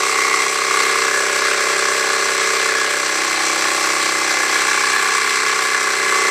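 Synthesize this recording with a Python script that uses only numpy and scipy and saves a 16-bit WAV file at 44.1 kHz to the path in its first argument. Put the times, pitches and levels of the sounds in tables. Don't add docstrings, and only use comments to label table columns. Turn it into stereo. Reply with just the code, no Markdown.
import sys
import numpy as np
from scipy import signal
from scipy.fft import rfft, irfft, next_fast_len
from scipy.io import wavfile

SR = 44100
rng = np.random.default_rng(int(sys.argv[2]) if len(sys.argv) > 2 else 0)


def field_ratio(decibels):
    return 10 ** (np.asarray(decibels, dtype=float) / 20)


def inscribe(sig):
    pcm = np.round(np.clip(np.atleast_2d(sig).T, -1, 1) * 32767)
    wavfile.write(sys.argv[1], SR, pcm.astype(np.int16))


N = 277830

# t/s, speed/(turns per s)
CRANK_SPEED = [(0.0, 32.559), (0.45, 32.539), (0.9, 32.398), (1.35, 32.335), (1.8, 32.316), (2.25, 32.307),
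               (2.7, 32.265), (3.15, 32.165), (3.6, 32.102), (4.05, 32.064), (4.5, 32.136), (4.95, 31.964),
               (5.4, 31.866), (5.85, 31.883), (6.3, 31.51)]


def crank_turns():
    start_turn = -.099
    return start_turn + np.cumsum(in_time(CRANK_SPEED)[0]) / SR


# multiple of the crank rate, level/dB
THUMP_PARTIALS = [(1, -43), (2, -29), (3, -33), (4, -29), (5, -18), (6, -28), (7, -22), (8, -13), (9, -17),
                  (10, -7), (11, -8), (12, 0), (13, -4), (14, 0), (15, -12), (16, -10), (17, -11), (18, -3),
                  (19, -18), (20, -11)]
# crank angle/turns, level/dB
INTAKE_PUFFS = [(0.122, 15), (0.301, 17.5), (0.52, 9.5), (0.796, 13)]
THUMP_DELAY = [.63, .36, -.05, -.05, -.08]


def intake_thump(turn, levels_db, wobble_db, slip):
    angle, puff_db = np.transpose(INTAKE_PUFFS)
    groups = np.zeros((4, N))
    late = slip * drift(6.3)
    for k, db in THUMP_PARTIALS[1:]:
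        lag = np.angle(np.sum(field_ratio(puff_db) * np.exp(-2j * np.pi * k * angle)))
        group = int(k > 9) + int(k > 11) + int(k > 14)
        delay = THUMP_DELAY[group + int(k > 4)]
        phase = 2 * np.pi * k * (turn + late - delay) + lag + k * slip * drift(2.1)
        groups[group] += field_ratio(db + wobble_db * drift(4)) * np.cos(phase)
    trim_db = [-0.96, -1.0, -0.77, -1.6]
    return sum(field_ratio(db + trim) * rms_one(group) for db, trim, group in zip(levels_db, trim_db, groups))


# crank angle/turns, level into head/dB, into cylinder wall/dB, into valve plate/dB
CONTACTS = [
    (.97, 0, -2, -7),
    (.055, -6, 0, -4),
    (.19, -8, -6, -1),
    (.33, -12, -6, -6),
    (.58, -7, -6, 0),
    (.70, -13, -9, -1),
    (.88, -13, -7, -6),
]


def knocks(turn, modes, part, jitter_s, scrape_db, scrape_s, sign=1):
    uneven_db = 1.3
    contacts = np.array(CONTACTS)
    angles = np.arange(-1, turn[-1])[:, None] + contacts[:, 0]
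    chance = rng.standard_normal((2,) + angles.shape)
    at = np.interp(angles, turn, np.arange(N), left=-1e4, right=-1e4) + jitter_s * SR * chance[0]
    heights = field_ratio(contacts[:, part] + uneven_db * chance[1])
    clicks = np.zeros(N)
    inside = (at > 0) & (at < N - 1)
    clicks[at[inside].astype(int)] = heights[inside]
    fading = signal.lfilter([1], [1, -np.exp(-1 / (scrape_s * SR))], clicks)
    force = clicks + field_ratio(scrape_db) * fading * rng.standard_normal(N)
    rings = np.zeros(N)
    for k, (hz, db, t60) in enumerate(modes):
        rings += sign ** k * field_ratio(db + 1.5 * drift(1.2)) * ring(force, hz, t60)
    span = [.94 * min(modes)[0], 1.05 * max(modes)[0]]
    return rms_one(band(rings, span))


# f/Hz, level/dB, t60/s
BASE = [(620, -35, 0.015), (765.8, 9, 0.23), (845, 12.5, 0.083), (899, -4, 0.11), (508, 11, 0.13)]
HEAD = [(1060.5, -6.5, 0.069), (1130, 8.5, 0.049), (1228, 4, 0.034), (1396, 5.5, 0.02), (1310, -10, 0.0065),
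        (1092, -27, 0.011)]
WALL = [(1656, -1, 0.067), (1684, 11.5, 0.13), (1722, 6.5, 0.19), (1487, -22, 0.062)]
PLATE = [(2061, 6.5, 0.049), (2145, 2.5, 0.031), (2050, -17, 0.099)]
REED = [(2250, -4, 0.066), (2292, 6.5, 0.043), (2525, 2, 0.024), (2594, 1, 0.023), (2744, -3.5, 0.029),
        (3318, -4, 0.037), (4137, 2, 0.026), (4500, -28, 0.0075)]


def ringing_casing(turn, base_db, head_db, wall_db, plate_db, reed_db):
    metal = field_ratio(base_db - 2.5) * knocks(turn, BASE, part=1, jitter_s=1.0e-4,
                                        scrape_db=-22.5, scrape_s=.0005, sign=-1)
    metal += field_ratio(head_db - .53) * knocks(turn, HEAD, part=1, jitter_s=.45e-4, scrape_db=-25, scrape_s=.0013)
    metal += field_ratio(wall_db - .3) * knocks(turn, WALL, part=2, jitter_s=.4e-4, scrape_db=-26, scrape_s=.0012)
    metal += field_ratio(plate_db + 2.5) * knocks(turn, PLATE, part=3, jitter_s=.25e-4, scrape_db=-33, scrape_s=.001)
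    metal += field_ratio(reed_db - 1.0) * knocks(turn, REED, part=3, jitter_s=.3e-4,
                                         scrape_db=-25, scrape_s=.0014, sign=-1)
    return high_pass(metal, 420, order=4)


# crank angle/turns, level/dB
GUSTS = [
    (0, 2),
    (.08, 1.5),
    (.3, -.5),
    (.46, -3.5),
    (.51, -2.5),
    (.56, 1.5),
    (.75, 0),
    (.91, -2),
    (.98, 1.5),
    (1, 2),
]
# f/Hz, level/dB
HISS_COLOUR = [(30, -31), (60, -24), (100, -20), (200, -23.5), (400, -3), (650, -4), (950, -2.5), (1200, 6),
               (1900, 5.7), (2300, 5), (3050, -0.5), (3600, 0), (4150, 4), (5000, 4), (14000, 3.5)]
# f/Hz, likeness (1 is the same)
LIKENESS = [(40, .5), (80, .75), (130, .95), (290, .97), (630, .93), (1370, .75), (2990, .45), (6550, .15),
            (14300, 0)]


def rattle_and_hiss(turn, shading, patchy_db, grit_db):
    angle, gust_db = np.transpose(GUSTS)
    gust = np.interp(turn % 1, angle, gust_db) + .5 * drift(22)
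    white = rng.standard_normal((2, 2, N)) * field_ratio(grit_db * drift(300))
    out = 0
    edges = 20 * 2 ** np.arange(0, 10, .5)
    for k, (low, high) in enumerate(zip(edges, edges[1:])):
        mid, side = band(white[k % 2], [low, high])
        hz = np.sqrt(low * high)
        alike = np.clip(at_hz(LIKENESS, hz), -1, 1)
        shade_db = shading[np.searchsorted([450, 640, 900, 1280, 1800, 2560], hz)]
        shade_db = .7 * (shade_db - np.mean(shade_db))
        gusting_db = 1.06 * gust * min(hz / 600, 1)
        gain = field_ratio(shade_db + gusting_db + patchy_db * drift(11.2))
        out = out + gain * (np.sqrt(1 + alike) * mid + np.sqrt(1 - alike) * side * [[1], [-1]])
    return shaped(rms_one(out), lambda hz: field_ratio(at_hz(HISS_COLOUR, hz)))


def reflections(x, t60, cut_hz):
    time = np.arange(SR // 10) / SR
    tails = rng.standard_normal((2, len(time))) * field_ratio(-60 * time / t60)
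    tails /= np.sqrt(np.sum(tails ** 2, axis=1, keepdims=True))
    wet = signal.fftconvolve(x[None], tails, axes=1)[:, :N]
    return high_pass(wet, cut_hz, order=2)


# t/s, bearing round the pump/turns, height 0-1, nearness/dB
PHONE_PATH = [(0.0, -1.25, 0.3, 0), (0.35, -1.315, 0.36, 1.2), (0.57, -1.18, 0.08, -1.5),
              (0.8, -1.25, 0.38, 2), (1.2, -1.1, 0.01, -0.26), (1.9, -1.065, 0, 0.0),
              (2.5, -1.18, 0.06, 0.5), (3.0, -0.96, 0.22, -1.5), (3.3, -0.854, 0.75, -0.4),
              (3.8, -0.88, 0.54, 0.9), (4.25, -0.87, 0.61, 0.4), (4.75, -0.97, 0.76, 0.5),
              (5.15, -1.1, 1.0, -1.0), (5.6, -1.06, 0.56, -1.1), (5.9, -1.03, 0.32, -1.5),
              (6.3, -1.19, 0.3, 1.5)]
# level/dB, lobe/dB, facing/turns, change from lowest to highest phone/dB
RADIATION = [
    (-45.5, 1.2, 0.0093, 0.1),
    (-34, 7, 0.35, -3.6),
    (-32.5, 4.5, 0.84, -3),
    (-30, 4, 0.19, -14),
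    (-33, 2, 0.33, 2),
    (-25, 1.5, 0.71, 1),
    (-33.5, 8.5, 0.97, 0.8),
    (-27.5, 4.5, 0.54, 2),
    (-32, 3.5, 0.94, 3.5),
    (-23.8, 0.5, .99, 0.9),
]


def levels_at_phone():
    bearing, height, near_db = in_time(PHONE_PATH)
    levels = []
    for db, lobe_db, facing, lift_db in RADIATION:
        facing_db = lobe_db * np.cos(2 * np.pi * (bearing - facing))
        levels.append(db + near_db + facing_db + lift_db * height)
    return levels


def rms_one(x):
    return x / np.sqrt(np.mean(x ** 2) + 1e-20)


def in_time(rows):
    s, *columns = np.transpose(rows)
    return [np.interp(np.arange(N) / SR, s, column) for column in columns]


def at_hz(points, hz):
    table_hz, values = np.transpose(points)
    return np.interp(np.log(hz), np.log(table_hz), values)


def drift(rate):
    r = np.exp(-80 * np.pi * rate / SR)
    slow = signal.lfilter([1], [1, -2 * r, r * r], rng.standard_normal(N // 40 + 2002))[2000:]
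    return np.interp(np.arange(N) / 40, np.arange(len(slow)), rms_one(slow))


def ring(force, hz, t60):
    r, w = field_ratio(-60 / (t60 * SR)), 2 * np.pi * hz / SR
    return signal.lfilter([0, np.sin(w)], [1, -2 * r * np.cos(w), r * r], force + 1e-18)


def band(x, span_hz):
    return signal.sosfilt(signal.butter(2, span_hz, "band", fs=SR, output="sos"), x)


def high_pass(x, cut_hz, order):
    return signal.sosfilt(signal.butter(order, cut_hz, "high", fs=SR, output="sos"), x)


def shaped(x, response):
    size = next_fast_len(N + 4096)
    hz = np.maximum(np.arange(size // 2 + 1) * SR / size, 1)
    return irfft(rfft(x, size) * response(hz), size)[..., :N]


def scene():
    turn = crank_turns()
    *thump_db, base_db, head_db, wall_db, plate_db, reed_db, hiss_db = levels_at_phone()
    metal = ringing_casing(turn, base_db, head_db, wall_db, plate_db, reed_db)
    pump = metal + intake_thump(turn, thump_db, wobble_db=0.7, slip=0.0055)
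    shading = [hiss_db, thump_db[-1], base_db, head_db, wall_db, reed_db, hiss_db]
    air = field_ratio(-20.5) * rattle_and_hiss(turn, shading, patchy_db=1.0, grit_db=0.07)
    return pump + field_ratio(-1.5) * reflections(pump, t60=0.15, cut_hz=3000) + air


# f/Hz, left level/dB, right level/dB
PORTS = [(60, -0.7, 2), (2930, -1, 3.5), (4100, -1, 2.5), (5550, -5.5, 3.5), (5920, -3, 6), (6590, -4.5, 0),
         (6970, 1, -10.5), (7620, 7, -8.5), (8450, -0.5, -11), (9570, -6.5, -15.5), (11100, -14.5, -26.5),
         (12500, -17.5, -63), (13240, -12, -50), (13700, -13, -59)]


def microphone_ports(dry):
    port_hz, left_db, right_db = np.transpose(PORTS)
    cutoff_hz, left_lag_s = 14200, 5e-5

    def left_port(hz):
        lag = np.exp(-2j * np.pi * hz * left_lag_s)
        return field_ratio(np.interp(hz, port_hz, left_db)) * lag * (hz < cutoff_hz)

    def right_port(hz):
        return field_ratio(np.interp(hz, port_hz, right_db)) * (hz < cutoff_hz)

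    return [shaped(dry[0], left_port), shaped(dry[1], right_port)]


def low_pass(x):
    return signal.sosfilt(signal.butter(12, 14910, fs=SR, output="sos"), x)


def record(dry):
    mix = np.clip(microphone_ports(dry), -.99, .99)
    return low_pass(mix)


dry = scene()
out = record(dry)
inscribe(out)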